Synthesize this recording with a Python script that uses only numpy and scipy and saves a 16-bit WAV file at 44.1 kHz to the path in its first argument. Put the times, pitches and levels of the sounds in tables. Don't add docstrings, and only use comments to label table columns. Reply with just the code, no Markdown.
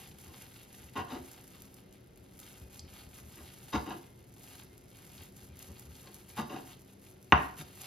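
import sys
import numpy as np
from scipy import signal
from scipy.fft import rfft, irfft, next_fast_len
from scipy.io import wavfile
from scipy.ndimage import uniform_filter1d

SR = 44100
rng = np.random.default_rng(int(sys.argv[2]) if len(sys.argv) > 2 else 0)


def file_out(sig):
    cols = np.atleast_2d(sig).T
    lim = np.clip(cols, -1, 1)
    pcm = np.round(lim * 32767).astype(np.int16)
    wavfile.write(sys.argv[1], SR, pcm)


N = 346626
T = np.arange(N) / SR


def undb(db):
    return 10 ** (np.asarray(db) / 20)


def unit(x):
    return x / np.sqrt(np.mean(x ** 2))


def gains(points, size):
    hz, db = np.transpose(points)
    bins_hz = np.fft.rfftfreq(size, 1 / SR)
    return undb(np.interp(np.log(bins_hz + 1), np.log(hz), db))


def colour(x, points):
    size = next_fast_len(x.shape[-1], True)
    return irfft(rfft(x, size) * gains(points, size), size)[..., :x.shape[-1]]


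def butter(x, hz, kind, order=2):
    return signal.sosfilt(signal.butter(order, hz, kind, fs=SR, output="sos"), x)


def add(out, s, x):
    i = max(int(s * SR), 0)
    out[i:i + len(x)] += x[:N - i]


def fade(t, t60):
    return np.exp(-np.log(1000) * t / t60)


def ring(x, response):
    return signal.fftconvolve(x, response)[:len(x)]


def clicks(size, rate, spread_db):
    hit = rng.random(size) < rate / SR
    sign = rng.choice([-1, 1], size)
    return hit * sign * undb(spread_db * np.minimum(rng.exponential(size=size), 4))


def walk(hz):
    k = int(SR / hz / 2)
    steps = np.repeat(rng.standard_normal(N // k + 1), k)[:N]
    return 1.1 * uniform_filter1d(steps, k)


def shudder(hz, length, judder=0.55):
    t = T[:int(length * SR)]
    shake = unit(butter(rng.standard_normal(SR // 2), 2 * hz, "low"))[:len(t)]
    return np.sin(np.pi * t / length) * (np.sin(2 * np.pi * hz * t) + judder * shake)


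def pops(table, t60, octaves, trim_db, order):
    out, t = np.zeros(N), T[:SR // 20]
    for s, db, hz in table:
        burst = rng.standard_normal(len(t)) * fade(t, t60)
        burst = butter(burst, hz / 2 ** octaves, "high", order)
        pop = butter(burst, min(hz * 2 ** octaves, SR / 3), "low", order=3)
        add(out, s, undb(db + trim_db) * pop / abs(pop).max())
    return out


# (f/Hz, side filter level/dB)
PORT_WIDTH = [(60, -18), (160, -16), (350, -4.5), (700, 1), (1400, 1), (12000, -16.5)]


def diffuse(size):
    mid, side = rng.standard_normal((2, size))
    side = colour(side, PORT_WIDTH)
    return np.array([mid + side, mid - side])


# (f/Hz, relative level/dB)
KITCHEN_COLOUR = [(20, 8), (60, -2.5), (130, 2), (220, -6), (370, -7), (550, -13), (1100, -26.5),
                  (2500, -27.5), (6500, -33.5), (10500, -53), (15500, -44.5)]
# (f/Hz, mean level/dB)
STEADY_TONES = [(119, -68), (199, -69), (264, -72), (371, -71.5), (1392, -88.5), (2094, -87)]


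def kitchen(air_db=-55.0, waver_rad=0.27, left_db=1.0, swell_db=2.0):
    air = unit(colour(diffuse(N), KITCHEN_COLOUR)) * undb(air_db)
    for hz, db in STEADY_TONES:
        drift = unit(butter(rng.standard_normal(N), 1.2, "low"))
        level = np.sqrt(2) * undb(db + swell_db * walk(3))
        air = air + level * np.sin(2 * np.pi * hz * T + waver_rad * drift)
    return air * undb(np.array([[left_db], [-left_db]]) / 2)


# (fastest at t/s, length/s, effort level/dB)
CUT_STROKES = [(0.002, 0.24, -56.5), (0.241, 0.17, -60), (0.392, 0.2, -58.5), (0.567, 0.32, -62.5),
               (0.796, 0.28, -60), (0.983, 0.15, -59.5), (1.138, 0.16, -60), (1.306, 0.26, -59.5),
               (1.564, 0.41, -63), (1.767, 0.15, -67.5), (1.952, 0.056, -66), (2.477, 0.4, -60.5),
               (2.758, 0.13, -60.5), (2.976, 0.22, -58.5), (3.173, 0.17, -60.5), (3.358, 0.36, -60.5),
               (3.542, 0.28, -62.5), (3.737, 0.31, -58.5), (3.901, 0.44, -62.5), (4.506, 0.32, -58),
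               (5.071, 0.49, -63), (5.2, 0.22, -61), (5.419, 0.17, -61.5), (5.635, 0.2, -59.5),
               (5.802, 0.22, -62), (5.999, 0.25, -61), (6.162, 0.17, -63), (6.313, 0.078, -58),
               (6.387, 0.082, -53), (6.57, 0.33, -61), (6.703, 0.13, -57.5), (6.916, 0.062, -67.5),
               (7.062, 0.15, -63.5), (7.426, 0.17, -59), (7.598, 0.073, -52), (7.86, 0.32, -54)]


def effort(linger_s=0.56, linger_db=-6.5, rest_db=-81):
    power = np.zeros(N)
    for s, length, db in CUT_STROKES:
        speed = np.sin(np.pi * T[:int(length * SR)] / length)
        early = max(int((length / 2 - s) * SR), 0)
        add(power, s - length / 2, ((undb(db) * speed) ** 2)[early:])
    linger = undb(linger_db) ** 2 * uniform_filter1d(power, int(linger_s * SR))
    return 10 * np.log10(power + linger + undb(rest_db) ** 2)


def shifting(x, patchy_db, patchy_hz):
    out, rest = 0, x
    for hz in 700 * 1.5 ** np.arange(7):
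        band = signal.sosfiltfilt(signal.butter(3, hz, fs=SR, output="sos"), rest)
        out = out + band * undb(patchy_db * walk(patchy_hz))
        rest = rest - band
    return out + rest


def sawing(level_db, spectrum, busy_rate, spread_db, flutter_db, patchy_db, patchy_hz):
    level = undb(level_db)
    activity = np.clip(level / np.percentile(level, 90), .03, 1)
    grip = undb(flutter_db * unit(butter(rng.standard_normal(N), 45.0, "low")))
    grains = grip * clicks(N, busy_rate * activity, spread_db) / np.sqrt(activity)
    return level * unit(shifting(colour(grains, spectrum), patchy_db, patchy_hz))


# (f/Hz, relative level/dB)
CRACKLE_COLOUR = [(1500, -3.5), (4000, -4), (6000, 3.5), (8000, 4), (11000, 6.5), (14000, 2), (15500, -8)]


def wet_crackle(stroke_db):
    return sawing(stroke_db + 1.5, CRACKLE_COLOUR, busy_rate=4200, spread_db=4.5,
                  flutter_db=2.0, patchy_db=0.5, patchy_hz=29.8)


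# (f/Hz, relative level/dB)
RUB_COLOUR = [(200, 8.5), (450, -6.5), (750, 5.5), (1100, 2.5), (1700, 1.5), (2800, 5.5), (4500, 2),
              (7000, -20), (8500, -65)]


def flank_rub(stroke_db, rub_db=-60.0, growth=1.02, busy_db=-58):
    return sawing(rub_db + growth * (stroke_db - busy_db), RUB_COLOUR, busy_rate=1800, spread_db=3.0,
                  flutter_db=2.5, patchy_db=2.0, patchy_hz=15)


# (f/Hz, relative level/dB)
GLOVE_COLOUR = [(3000, -17), (7500, -8), (11500, -3.5), (15500, -14)]


def glove(db=-78, tick_rate=35, spread_db=2.0):
    return undb(db) * unit(colour(clicks(N, tick_rate, spread_db), GLOVE_COLOUR))


def crinkle(level_db, tick_rate=150, spread_db=1.8):
    return undb(level_db) * unit(colour(clicks(N, tick_rate, spread_db), GLOVE_COLOUR))


# (start t/s, length/s, level/dB)
MEAT_THUDS = [(0.059, 0.098, -54.5), (0.259, 0.052, -50), (0.779, 0.098, -51.5), (1.144, 0.11, -52.5),
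              (2.187, 0.032, -55), (2.583, .11, -48), (2.785, 0.11, -50), (3.055, 0.04, -44.5),
              (3.218, 0.096, -51), (3.389, 0.078, -49.5), (5.181, 0.057, -51.5), (5.417, 0.028, -49.5),
              (5.484, 0.061, -49), (5.671, 0.06, -45), (5.845, 0.091, -48), (7.589, 0.077, -61)]


def thuds(rock_hz=77, scatter_octaves=0.054):
    out = np.zeros(N)
    for s, length, db in MEAT_THUDS:
        hz = rock_hz * 2 ** (scatter_octaves * rng.standard_normal())
        add(out, s, undb(db) * shudder(hz, length))
    return out


# (t/s, peak level before trim/dB, centre f/Hz)
FIBRE_TEARS = [(0.113, -45.5, 3410), (0.561, -44, 3140), (0.744, -48, 2460), (0.888, -49.5, 2380),
               (1.084, -45, 2900), (2.431, -44, 4100), (2.476, -43, 2470), (2.879, -48, 2520),
               (2.954, -49, 3250), (3.186, -46, 1910), (3.461, -46, 3310), (3.477, -42, 3300),
               (4.475, -47, 3450), (4.582, -45.5, 3320), (5.179, -42.5, 4000), (5.223, -45, 2870),
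               (5.953, -42.5, 4700), (6.072, -40.5, 3270), (6.300, -46, 3670), (7.064, -49, 2730)]


def tears():
    return pops(FIBRE_TEARS, t60=0.042, octaves=0.26, trim_db=-2.5, order=2)


# (f/Hz, level/dB, t60 before scaling/s)
BOARD_MODES = [(69.3, -27.5, 0.12), (94, -22, 0.082), (146.5, -26, 0.19), (206.2, -28, .12),
               (249, -25.5, 0.09), (294.5, -25.5, 0.085), (345, -25, 0.077), (401, -27.5, 0.04),
               (483, -27, 0.054), (535, -30.5, 0.046), (606.6, -31.5, 0.15), (667, -24, 0.035),
               (741, -20, .075), (800, -24, 0.08), (955, -11.5, 0.038), (1014, -21, 0.055),
               (1053.5, -14, 0.089), (1193, -18.5, 0.072), (1297, -25, 0.087), (1380, -17.5, 0.041),
               (1476, -17, 0.039), (1670, -16.5, 0.021), (1768, -20, 0.05), (1885, -14, 0.026),
               (2110, -25.5, 0.045), (2190, -27, 0.035), (2510, -16, 0.009), (2676, -19, 0.009),
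               (2870, -14, 0.0083), (3100, -27, 0.031), (3570, -22, 0.0056), (3830, -28.5, 0.03),
               (5600, -28, 0.014), (6430, -24, 0.0093)]


def board_response(ring_share=1, after_db=-22, after_stretch=2.9):
    t = T[:SR // 2]
    out = np.zeros(len(t))
    for k, (hz, db, t60) in enumerate(BOARD_MODES):
        t60 = t60 * ring_share
        decay = fade(t, t60) + undb(after_db) * fade(t, t60 * after_stretch)
        out += (-1) ** k * undb(db) * np.sin(2 * np.pi * hz * t) * decay
    return out


def pressed_board():
    return butter(board_response(ring_share=0.96, after_db=-29), 120, "high")


def push(ms):
    t = T[:SR // 10] / (ms / 1000)
    force = t * np.exp(-2 * t)
    return force / force.sum()


# (f/Hz, relative level/dB)
CONTACT_COLOUR = [(150, 7), (300, 8), (420, 8), (600, 6.5), (740, 2.5), (1050, 1), (1200, -0.5),
                  (1320, -5.5), (1480, 1.5), (1700, -1.5), (2100, -6), (2900, -20), (4000, -10)]
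# (f/Hz, relative level/dB)
GRIT_COLOUR = [(600, -6), (1500, 8.5), (1900, 6), (2250, 6.5), (2850, 2), (3350, 2), (3830, 10),
               (4300, -5.5), (4750, 2), (5300, -3), (6500, -1.5), (11000, -46), (15000, -28)]


def grate(board, rise, hold, fall, chatter_hz, q, grit_db, rasp_db):
    catch_db, catch_hz = 2.5, 130
    rasp_hz, rasp_octaves = 2794, 0.2
    size = len(board)
    pressure = np.interp(T[:size], np.cumsum([0, rise, hold, fall]), [0, 1, 1, 0])
    catch = unit(butter(rng.standard_normal(size), catch_hz, "low"))
    catch = undb(catch_db * np.clip(catch, -2, 2))
    slips = pressure * catch * clicks(size, rate=2000, spread_db=2.0)
    force = signal.lfilter(*signal.iirpeak(chatter_hz, q, fs=SR), slips)
    edges = rasp_hz * 2 ** (rasp_octaves * np.array([-1, 1]))
    rasp = signal.sosfilt(signal.butter(3, edges, "band", fs=SR, output="sos"), slips)
    sound = unit(colour(ring(force, board), CONTACT_COLOUR))
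    sound = sound + undb(grit_db) * unit(colour(slips, GRIT_COLOUR)) + undb(rasp_db) * unit(rasp)
    return sound * np.sqrt(np.mean(pressure ** 2))


# (start t/s, length/s, level before pressure/dB, chatter f/Hz, grit relative level/dB)
BOARD_DRAGS = [(0.245, 0.13, -59, 278, -10), (1.065, .05, -54, 600, -15), (1.09, 0.095, -46.5, 460, -6),
               (3.36, 0.071, -56, 288, -7), (3.855, 0.099, -41.5, 363, -11.5),
               (5.672, 0.045, -59, 230, -22), (6.031, 0.088, -58.5, 353, -10),
               (6.485, 0.12, -44.5, 398, -11), (7.574, 0.056, -51.5, 198, -1)]


def drags(board):
    out = np.zeros(N)
    for s, length, db, hz, grit_db in BOARD_DRAGS:
        rise, hold, fall = length * np.array([0.16, 0.53, 0.31])
        add(out, s, undb(db) * grate(board, rise, hold, fall, hz, 1, grit_db, rasp_db=-14))
    return out


# (start t/s, length/s, level/dB, pitch f/Hz)
EDGE_GROANS = [(0.953, 0.024, -37.5, 262), (0.957, 0.055, -36, 1059), (0.978, 0.058, -46, 754),
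               (1.122, 0.035, -35, 257), (1.159, 0.022, -38, 346), (3.735, 0.034, -30, 296.4),
               (3.89, 0.037, -44.5, 248), (3.951, 0.023, -46.5, 330), (6.386, 0.0194, -32, 223),
               (6.527, 0.032, -39.5, 279), (6.555, 0.023, -43, 763), (6.585, 0.015, -41, 297),
               (7.588, 0.045, -44, 149)]


def groans():
    out = np.zeros(N)
    for s, length, db, hz in EDGE_GROANS:
        add(out, s, undb(db) * shudder(hz, length, judder=0.31))
    return out


# (t/s, rise/s, pressed for/s, level before pressure/dB, chatter f/Hz,
# grit relative level/dB, rasp relative level/dB, thump level/dB, thump f/Hz)
BREAKTHROUGHS = [(.955, 0.00089, 0.037, -38, 850, -12.5, -12, -42, 90),
                 (3.728, 0.0013, 0.022, -32.5, 360, -8.5, -20, -36, 66),
                 (6.368, 0.0096, 0.013, -36, 400, -9, -17.5, -43, 89.6)]


def breakthroughs(board, landing_db=5, landing_ms=0.17, fall_s=0.043, thump_s=0.08):
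    out = np.zeros(N)
    for s, rise, hold, db, hz, grit_db, rasp_db, thump_db, thump_hz in BREAKTHROUGHS:
        add(out, s, undb(db + landing_db) * ring(board, push(landing_ms)))
        add(out, s, undb(db) * grate(board, rise, hold, fall_s, hz, 0.3, grit_db, rasp_db))
        add(out, s, undb(thump_db) * shudder(thump_hz, thump_s))
    return out


# (t/s, peak level before trim/dB, centre f/Hz)
WET_SNAPS = [(1.6202, -36, 10700), (1.7423, -42, 11300), (1.926, -47, 11000), (2.175, -44, 11500),
             (2.391, -39, 12100), (2.4004, -37, 11000), (3.095, -50, 11600), (3.8312, -52, 12100),
             (4.779, -41, 10800), (5.2876, -47, 11400), (5.3684, -47, 11300), (5.4425, -43, 11800),
             (5.5697, -43, 12300), (5.5915, -37.5, 12200), (5.6261, -35, 11700), (5.7955, -36, 11600),
             (6.1438, -36.5, 10900), (6.8183, -44.5, 11300), (7.112, -43, 11300), (7.227, -46, 11000)]


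def snaps():
    return pops(WET_SNAPS, t60=0.011, octaves=0.33, trim_db=0.5, order=1)


# (start t/s, length/s, mean level/dB, f/Hz)
STEEL_NOTES = [(1.76, 0.34, -86.5, 2089), (1.8, .4, -85, 2789), (1.75, .35, -86, 3935),
               (2.56, 0.32, -78, 2495), (2.82, 0.23, -81, 2370), (3.96, 0.28, -82.5, 2094),
               (4.56, 0.2, -79, 2094), (5.48, .07, -76, 2400), (6.32, 0.054, -66, 2400)]


def singing(waver_db=5.5):
    out = np.zeros(N)
    for s, length, db, hz in STEEL_NOTES:
        t = T[:int(length * SR)]
        swell = np.sqrt(2 * np.sin(np.pi * t / length))
        add(out, s, undb(db) * swell * np.sin(2 * np.pi * hz * t))
    return out * undb(waver_db * walk(12))


# (t/s, peak level before trim/dB, centre f/Hz)
GRISTLE_CLICKS = [(2.7935, -32.5, 5200)]


def gristle():
    return pops(GRISTLE_CLICKS, t60=0.023, octaves=0.13, trim_db=-1.5, order=4)


def clack(hz, t60, rise_s):
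    t = T[:SR // 50]
    burst = np.sin(2 * np.pi * hz * t) * fade(t, t60) * (1 - np.exp(-t / rise_s))
    return burst / abs(burst).max()


# (f/Hz, relative level/dB)
FIBRE_COLOUR = [(150, -17), (300, 3), (500, -3), (900, 6), (1700, -2), (2200, -10), (2800, -18),
                (3300, -14), (4200, -19), (5500, -33), (9000, -38)]
# (t/s, level/dB, contact time scale/ms)
EDGE_KNOCKS = [(7.3226, 0, 0.067)]


def knocks(board):
    out, t = np.zeros(N), T[:SR // 20]
    for s, db, ms in EDGE_KNOCKS:
        add(out, s, -undb(db) * ring(board, push(ms)))
        add(out, s, -undb(db - 9.5) * clack(hz=2650, t60=0.0051, rise_s=.0006))
        flex = np.sin(2 * np.pi * 290 * t) * fade(t, 0.015)
        add(out, s, undb(db - 13) * flex)
        add(out, s, undb(db - 29) * shudder(hz=80, length=0.045))
        rattle = unit(colour(rng.standard_normal(len(t)), FIBRE_COLOUR)) * np.minimum(t / 0.0027, 1)
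        add(out, s, undb(db - 24) * rattle * fade(t, 0.06))
        tick = rng.standard_normal(len(t)) * fade(t, 0.0067)
        add(out, s, undb(db - 37) * tick)
    return out


def ports(x, lag_ms, left_db):
    size = next_fast_len(N, True)
    delay = np.exp(-2j * np.pi * np.fft.rfftfreq(size, 1 / SR) * lag_ms / 1000)
    late = irfft(rfft(x, size) * delay, size)[:N]
    return np.array([late * undb(left_db / 2), x * undb(-left_db / 2)])


def counter(x, early_db=-8, t60=0.047, size_hz=500, build_s=0.0029):
    t = T[:SR // 5]
    burst = diffuse(len(t)) * fade(t, t60) * np.minimum(t / build_s, 1)
    burst = butter(burst, size_hz, "high")
    return undb(early_db) * np.array([ring(x, side) for side in unit(burst) / np.sqrt(len(t))])


# (f/Hz, relative level/dB)
WALL_COLOUR = [(50, -5), (150, -7.5), (350, -0.5), (700, 0), (1200, -1), (2000, -1), (2800, -5), (5000, 0),
               (12000, -11.5)]


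def room(x, wet_db, t60_low=0.46, t60_high=0.38, split_hz=400, build_s=0.017):
    t = T[:int(.7 * SR)]
    noise = diffuse(len(t))
    low = butter(noise, split_hz, "low", order=1)
    tail = low * fade(t, t60_low) + (noise - low) * fade(t, t60_high)
    tail = tail * np.minimum(t / build_s, 1)
    tail = colour(unit(tail) / np.sqrt(len(t)), WALL_COLOUR)
    return undb(wet_db) * np.array([ring(x, side) for side in tail])


def scene():
    stroke_db = effort()
    bright = wet_crackle(stroke_db) + snaps()
    plastic = glove() + crinkle(stroke_db - 8.5)
    cut = flank_rub(stroke_db) + tears() + gristle() + singing()
    pressed = pressed_board()
    wood = thuds() + drags(pressed) + groans() + breakthroughs(pressed) + knocks(board_response())
    near = ports(wood, lag_ms=-0.0015, left_db=2.0) + ports(cut, lag_ms=-0.027, left_db=0.5)
    near += ports(bright, lag_ms=0, left_db=0.0) + ports(plastic, lag_ms=0.0082, left_db=0.0)
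    spreading = wood + bright + plastic + cut
    return near + counter(spreading) + room(spreading, wet_db=-5.5) + kitchen()


# (f/Hz, phase/rad)
TREBLE_PHASE = [(4800, 0), (5500, 1.64), (7000, 1.73), (8300, 2.5), (11500, 7), (12800, 6.5), (15500, 10.5)]


def record(dry):
    size = next_fast_len(N, True)
    turn = np.interp(np.fft.rfftfreq(size, 1 / SR), *np.transpose(TREBLE_PHASE))
    left = irfft(rfft(dry[0], size) * np.exp(-1j * turn), size)[:N]
    lean = butter(np.array([left, dry[1]]), 49.0, "high", order=4)
    top_cut = signal.ellip(8, .2, 70, 15700, fs=SR, output="sos")
    return signal.sosfilt(top_cut, lean)


dry = scene()
out = record(dry)
file_out(out)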